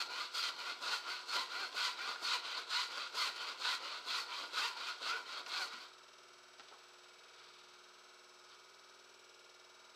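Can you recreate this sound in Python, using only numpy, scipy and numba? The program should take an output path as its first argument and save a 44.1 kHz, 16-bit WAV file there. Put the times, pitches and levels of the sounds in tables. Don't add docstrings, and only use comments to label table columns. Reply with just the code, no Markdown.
import sys
import numpy as np
from scipy import signal
from scipy.fft import rfft, irfft, next_fast_len
from scipy.io import wavfile
from scipy.ndimage import uniform_filter1d
from numba import njit

SR = 44100
rng = np.random.default_rng(int(sys.argv[2]) if len(sys.argv) > 2 else 0)


def output_pcm(signal):
    pcm = np.clip(np.atleast_2d(signal).T, -1, 1) * 32767
    wavfile.write(sys.argv[1], SR, np.round(pcm).astype(np.int16))


def volts_from_db(level):
    exponent = np.asarray(level, float) / 20
    return 10 ** exponent


N = 438794
T = np.arange(N) / SR
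FAST = next_fast_len(N)
HZ = np.fft.rfftfreq(FAST, 1 / SR)
TURN_HZ, BUMP_S = 19.94, 8.035

# frequency in Hz, rms level in dB.
HUM = [(40, -106), (60, -101), (120, -92.5), (240, -89), (290, -91.5)]
# frequency in Hz, rms level in dB.
WHINE = [(360.3, -74), (1276, -75.5), (1403, -77.5), (2272, -76.5), (7838, -79.5), (7897, -88)]
# frequency in Hz, level in dB per Hz.
CLATTER_SLOPE = [(30, -40), (85, -42), (200, -20), (325, -30.5), (380, -6.5), (630, -11), (840, -9.5),
                 (1420, -4), (1890, -14.5), (2300, -11), (6000, -13), (6700, -21.5), (9500, -28),
                 (15300, -39)]
# frequency in Hz, width in Hz, level in dB.
CASING_MODES = [(357, 19, -5), (1410, 42, -8), (2340, 10, -10), (2510, 23, -14), (2720, 120, -6),
                (3980, 53, -2), (4360, 170, -1), (5240, 19, -20), (5850, 18, 6), (5770, 43, -25)]
# share of a turn, level in dB.
GEAR_TEETH = [
    (.03, -5),
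    (.13, 0),
    (.52, -10.5),
    (.72, -7.5),
]
# frequency in Hz, level in dB, 60 dB decay time in seconds.
TICK_MODES = [(480, -7, .08), (640, -8, .08), (970, -8, .07), (3150, -9, .06), (3880, 2, .04),
              (4330, -14, .05), (5340, 1, .035), (5950, -4, .035)]
# peak in seconds, peak level in dB, swell and fade in dB per second.
RUBS = [
    (5.9, -71, 90, 15),
    (6.65, -68, 140, 36),
    (7.4, -63, 51, 21),
    (7.63, -79, 90, 60),
    (8.53, -62, 170, 230),
]
# frequency in Hz, level in dB per Hz.
CLOTH_SLOPE = [(200, -10), (600, -12), (1400, 12.5), (1900, -1.5), (3600, 4.5), (5000, -0.5), (8000, -29),
               (15000, -41)]
# start in seconds, peak level in dB, ring in Hz,
# 60 dB decay time in seconds, crack level in dB.
TAPS = [(1.727, -48, 1470, .04, -2), (2.159, -39, 1470, 0.064, -14), (5.463, -45, 1396, .14, 1),
        (5.525, -40, 1410, 0.11, -10), (5.736, -56, 290, 0.22, -30), (6.596, -48.5, 1340, .06, -2),
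        (6.597, -60.5, 250, .07, -20), (6.604, -49, 1330, .1, -5), (6.684, -61, 1500, .05, 8.5),
        (6.713, -51, 800, .08, -10), (6.722, -48, 1300, 0.12, -20), (6.737, -53, 1090, 0.14, -12),
        (7.282, -62, 3800, .07, -6), (7.335, -62, 1417, .2, 4), (7.612, -58, 3650, .08, -6)]
# frequency in Hz, level in dB per Hz.
TEAR_SLOPE = [(120, -48.5), (280, -19), (460, -17), (820, -14.5), (980, -4.5), (1450, 0), (1740, -14),
              (2030, -10), (2930, -7), (4100, -2.5), (4750, -6.5), (5600, -15.5), (9300, -27.5),
              (15300, -59.5)]
# frequency in Hz, width in Hz, level in dB.
BLADE_MODES = [(457, 58, 19), (987, 11.3, -4), (1420, 66, 8), (2053, 33, -14), (2500, 590, -19),
               (4405, 240, -11)]
# mid-stroke frequency in Hz, width in Hz, level in dB,
# glide over a stroke as a share of the frequency.
BENDING_MODES = [(644, 21, -17, 0.17), (1000, 32, -7.5, 0.045), (1200, 28, -2, 0.16),
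                 (1426, 31, -1.5, 0.029), (2045, 110, -7, 0.074), (2475, 120, -7, 0.083),
                 (3150, 120, -4, 0.043), (3930, 90, -6.5, 0.044), (4236, 160, -0.5, 0.046),
                 (4587, 99, 0.5, .03)]
# start in seconds, top tooth rate in Hz,
# lateness of top speed, tooth tone in dB, peak level in dB.
PUSH_STROKES = [(-.15, 900, 1.0, -14, -40.5), (.308, 699.5, 1.0, -15, -40), (.789, 924.8, 1.5, -15, -41.5),
                (1.249, 1015, 1.3, -17, -41), (1.713, 1015, 1.2, -15.5, -41),
                (2.195, 1030, 1.4, -10.5, -38.3), (2.664, 1015, 1.2, -12, -38),
                (3.117, 1045, .8, -8.5, -41.5), (3.57, 1060, 1.4, -15.5, -40.5),
                (4.034, 744, 1.2, -28, -41), (4.5, 940, 1.5, -7, -38.5), (4.983, 748.6, 1.4, -12, -41.5),
                (5.448, 783.6, 1.1, -10.5, -42.5), (6.02, 450, 1.0, -7, -60)]
# start in seconds, top tooth rate in Hz,
# lateness of top speed, tooth tone in dB, peak level in dB.
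PULL_STROKES = [(.084, 770, 1.3, -18, -46), (.561, 715, 1.0, -17, -46.5), (1.025, 761, 1.0, -13, -47),
                (1.483, 795, 1.2, -8, -46), (1.96, 810.9, .7, -13, -45), (2.42, 714.8, .9, -22, -45),
                (2.897, 611.8, .9, -19, -45.5), (3.346, 627.5, 1.2, -18, -46.5),
                (3.804, 604.3, 1.0, -17, -46), (4.278, 569, 1.0, -14.5, -46.5),
                (4.751, 758.6, 1.2, -9, -45), (5.238, 500, 1.3, -30, -47.5), (5.705, 450, .4, -28, -46.5)]
PUSH_FORCE = [(0, 0.1), (.1, 0.2), (.2, 0.77), (.32, 0.92), (.55, 1.01), (.72, 0.9), (.85, 0.44), (1, 0)]
PULL_FORCE = [(0, .18), (.1, 0.9), (.22, 0.96), (.45, 1), (.65, 1), (.8, 0.6), (.9, 0.21), (1, .02)]
# middle in seconds, half length in seconds, change in dB.
SLACK_MOMENTS = [(0.113, 0.036, -2), (0.52, 0.03, -6), (0.582, 0.029, -2.5), (1.755, .025, -2.5),
                 (4.24, 0.037, -3), (4.7, 0.037, -3.5), (4.823, 0.018, -3), (4.927, 0.026, -2),
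                 (5.18, 0.027, -3), (5.257, 0.042, -5), (5.444, 0.016, -7), (5.495, .025, -4.5)]


def unit(x):
    return x / np.sqrt(np.mean(x ** 2))


def decay(t, t60):
    return np.exp(-np.log(1000) * t / t60)


def bell(x, middle, half_width):
    return np.exp(-((x - middle) / half_width) ** 2)


def colour(x, points, peaks=(), lift_db=0.):
    size = 2 ** 14
    grid = np.fft.rfftfreq(size, 1 / SR)
    hz, db = np.transpose(points)
    gain_db = np.interp(np.log(grid + 1), np.log(hz), db)
    for f, width, peak_db in peaks:
        gain_db = gain_db + (lift_db + 0.044 * peak_db) / (1 + ((grid - f) / (width / 2)) ** 2)
    cepstrum = irfft(gain_db * np.log(10) / 20, size)
    cepstrum[1:size // 2] *= 2
    cepstrum[size // 2 + 1:] = 0
    response = irfft(np.exp(rfft(cepstrum)), size)[:size // 4]
    return signal.oaconvolve(x, response)[:N]


def band(x, lo_hz, hi_hz):
    return signal.sosfiltfilt(signal.butter(2, [lo_hz, hi_hz], "band", fs=SR, output="sos"), x)


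def walk(rate):
    hold = int(SR / rate)
    levels = np.repeat(rng.standard_normal(N // hold + 1), hold)
    return 1.21 * uniform_filter1d(levels, hold)[:N]


def grit(spread_db):
    return unit(rng.standard_normal(N) * volts_from_db(spread_db * rng.exponential(size=N)))


def tones():
    lines = list(HUM) + list(WHINE)
    starts = rng.random(len(lines))
    out = np.zeros(N)
    for (hz, db), start in zip(lines, starts):
        out += volts_from_db(db + 2.5 + 0.6 * walk(3.8)) * np.sin(2 * np.pi * (hz * T + start))
    return out


def motor(memory=0.895, fresh_db=-11.5, motor_db=-62.5):
    turn = ((T - BUMP_S) * TURN_HZ) % 1
    echo = 1 / (1 - memory * np.exp(-2j * np.pi * HZ / TURN_HZ))
    repeated = unit(irfft(rfft(grit(0.96), FAST) * echo, FAST)[:N])
    clatter = repeated + volts_from_db(fresh_db) * rng.standard_normal(N)
    clatter = unit(colour(clatter, CLATTER_SLOPE, CASING_MODES, lift_db=4.0))
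    bump = uniform_filter1d(np.minimum(turn / 0.063, 1) * np.exp(-turn / 0.4), 250)
    low = band(clatter, 490, 810)
    treble = band(clatter, 2150, 8100)
    air = band(clatter, 7800, 15000)
    lag = 1 + 0.19 * np.cos(2 * np.pi * (turn - .65))
    flares = low * unit(bump + 0.46) + treble * unit(bump + 0.82) + air * unit(bump + 0.46)
    return volts_from_db(motor_db) * ((clatter - low - treble - air) * lag + flares)


def gear(glide_per_s=4.9):
    turns = np.arange(-161, 39)[:, None]
    place, db = np.transpose(GEAR_TEETH)
    chance = rng.standard_normal((len(turns), len(place), 2))
    at = ((BUMP_S + (turns + place) / TURN_HZ) * SR + chance[..., 0]).astype(int)
    inside = (at >= 0) & (at < N)
    hits = np.bincount(at[inside], volts_from_db(db + chance[..., 1])[inside], N)
    t = T[:2500]
    cycles = .97 * t + glide_per_s * t ** 2 / 2
    ring = sum(volts_from_db(db) * np.sin(2 * np.pi * hz * cycles) * decay(t, t60) for hz, db, t60 in TICK_MODES)
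    ring = ring * (1 - np.exp(-t / .002))
    return volts_from_db(-68.5) * unit(signal.oaconvolve(hits, ring)[:N])


def rustle():
    swells = np.zeros(N)
    for s, db, up, down in RUBS:
        swells += volts_from_db(db - np.where(T < s, up * (s - T), down * (T - s)))
    peaks = [(3620, 130, 0), (4620, 350, 0), (2280, 87, 0)]  # Hz, width Hz, dB
    return unit(colour(grit(2.1), CLOTH_SLOPE, peaks, lift_db=6.5)) * swells * volts_from_db(1.4 * walk(30))


def knocks():
    out, t = np.zeros(N), T[:6000]
    chance = rng.standard_normal((len(TAPS), len(t)))
    for (s, db, hz, t60, crack_db), noise in zip(TAPS, chance):
        ring = .5 * np.sin(2 * np.pi * hz * t)
        ring = ring + 0.4 * unit(band(noise, .5 * hz, 1.3 * hz))
        ring = ring + 0.061 * unit(band(noise, 280, 550))
        ring = ring * decay(t, t60) * np.minimum(t / 0.0012, 1)
        snap = 0.74 * np.exp(-t / 0.0023) + 0.41 * np.exp(-t / 0.014)
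        crack = volts_from_db(crack_db) * unit(band(noise, 2100, 5600)) * snap * np.minimum(t / .0005, 1)
        at = int(s * SR)
        out[at:at + len(t)] += volts_from_db(db) * (ring + crack)
    return signal.sosfilt(signal.butter(4, 200, "high", fs=SR, output="sos"), out)


def squeal():
    start_s, length_s, from_hz, to_hz, song_db = 5.045, .17, 1130, 1490, -40
    groan_hz, groan_db = 450, -52
    t = T[:int(length_s * SR)]
    share = t / t[-1]
    rough = uniform_filter1d(rng.standard_normal((2, len(t))), size=300) * np.sqrt(300)
    hz = from_hz + (to_hz - from_hz) * np.sin(np.pi * share ** 1.1 * .66) + 22 * rough[0]
    song = np.sin(np.pi * share ** 1.2) * np.sin(2 * np.pi * np.cumsum(hz) / SR)
    song = volts_from_db(song_db + 2.5 * rough[1]) * song
    groan = np.sin(2 * np.pi * np.cumsum(groan_hz + 12 * rough[1]) / SR)
    groan = volts_from_db(groan_db) * bell(share, .65, 0.16) * groan
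    at = int(start_s * SR)
    return np.pad(band(song + groan, 250, 2500), (at, N - at - len(t)))


@njit
def ring_out(x, hz, width):
    y, b, l = np.empty(len(x)), 0., 0.
    for i in range(len(x)):
        g, k = np.tan(np.pi * hz[i] / SR), width / hz[i]
        v = (b + g * (x[i] - l)) / (1 + g * (g + k))
        b, l, y[i] = 2 * v - b, l + 2 * g * v, k * v
    return y


def blade(drive, place):
    out = np.zeros(N)
    for hz, width, db, glide in BENDING_MODES:
        patches = volts_from_db(db + 6.4 * walk(24).clip(-3, 1.5))
        moving_hz = hz * (1 + glide * place + 0.017 * walk(11))
        out += patches * unit(ring_out(drive, moving_hz, 1. * width))
    return unit(out)


def saw():
    start, top_hz, late, tone_db, peak_db = np.transpose(sorted(PUSH_STROKES + PULL_STROKES))
    row = np.clip(np.searchsorted(start, T) - 1, 0, len(start) - 2)
    along = np.clip((T - start[row]) / np.diff(start)[row], 0, 1)
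    speed = np.sin(np.pi * along ** late[row]).clip(0) ** .5
    push = row % 2 == 0
    place = np.cos(np.pi * (along + row))

    turn_db = -58
    share = along ** late[row] ** 0.1
    push_effort = np.interp(share, *np.transpose(PUSH_FORCE))
    pull_effort = np.interp(share, *np.transpose(PULL_FORCE))
    load_db = np.where(push, push_effort, pull_effort) * (peak_db[row] - turn_db)
    bite = push * bell(along, 0.14, 0.055)
    dull_db = -6 * bell(T, 5.14, 0.052)

    thrum_db = 12.5 - 0.67 * load_db + 8 * bite - 4 * speed
    dust_db = uniform_filter1d(np.where(push, 1, -1.9), size=900)
    dust_db = dust_db + 4.5 * bite + 4 * along * speed + 4 * (1 - speed) + dull_db
    rasp_db = uniform_filter1d(np.where(push, 3, 1.4), size=900)
    rasp_db = rasp_db + 3.5 * place * speed ** 2 + 2 * bite + dull_db

    teeth = 2 * np.pi * np.cumsum(top_hz[row] * speed * (1 + 0.022 * walk(200))) / SR
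    partials = [(.5, -6.0), (1, 1), (2, -1), (3, -2), (4, -9)]
    raps = sum(volts_from_db(db) * np.sin(k * teeth) for k, db in partials)
    raps = raps * speed ** 3 * volts_from_db(5.6 * walk(30).clip(-3, 1.2))
    raps = unit(colour(raps, TEAR_SLOPE, BLADE_MODES, lift_db=6.0))
    tearing = grit(0.98) * (1 + 0.36 * np.sin(teeth)) * volts_from_db(walk(70))
    cut = unit(colour(tearing, TEAR_SLOPE, BLADE_MODES, lift_db=4.0))
    cut = cut + volts_from_db(1.5 + uniform_filter1d(tone_db[row], 400)) * raps
    cut = cut + volts_from_db(-4.5) * blade(tearing, place)

    thrum = band(cut, 116, 890)
    dust = band(cut, 5560, 14700)
    rasp = band(cut, 3600, 4650)
    cut = cut + (volts_from_db(thrum_db + 3.1 * walk(15)) - 1) * thrum
    cut = cut + (volts_from_db(dust_db) - 1) * dust + (volts_from_db(rasp_db) - 1) * rasp

    level_db = turn_db + .95 + load_db + 3 * (speed - .9) + 0.7 * walk(25)
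    level_db = level_db - 108 * (T - 5.725).clip(0)
    for s, half, db in SLACK_MOMENTS:
        level_db = level_db + db * bell(T, s, half)
    return cut * volts_from_db(uniform_filter1d(level_db, 300)) * (T < start[-1])


def shop(x, t60_s=0.51, tail_db=-17):
    t = T[:SR // 2]
    tail = band(rng.standard_normal(len(t)), 130, 6000) * decay(t, t60_s) * (t > .008)
    tail = tail / np.sqrt(np.sum(tail ** 2))
    return x + volts_from_db(tail_db) * signal.fftconvolve(x, tail)[:N]


def scene():
    bench = saw() + knocks() + rustle()
    close = motor() + gear() + tones()
    return (shop(bench + squeal()) + close)[None]


def roll_off(x):
    return signal.sosfilt(signal.butter(12, 15290, fs=SR, output="sos"), x)


def record(dry):
    fade_in = np.minimum(T / .004, 1)
    return roll_off(dry * fade_in)


dry = scene()
out = record(dry)
output_pcm(out)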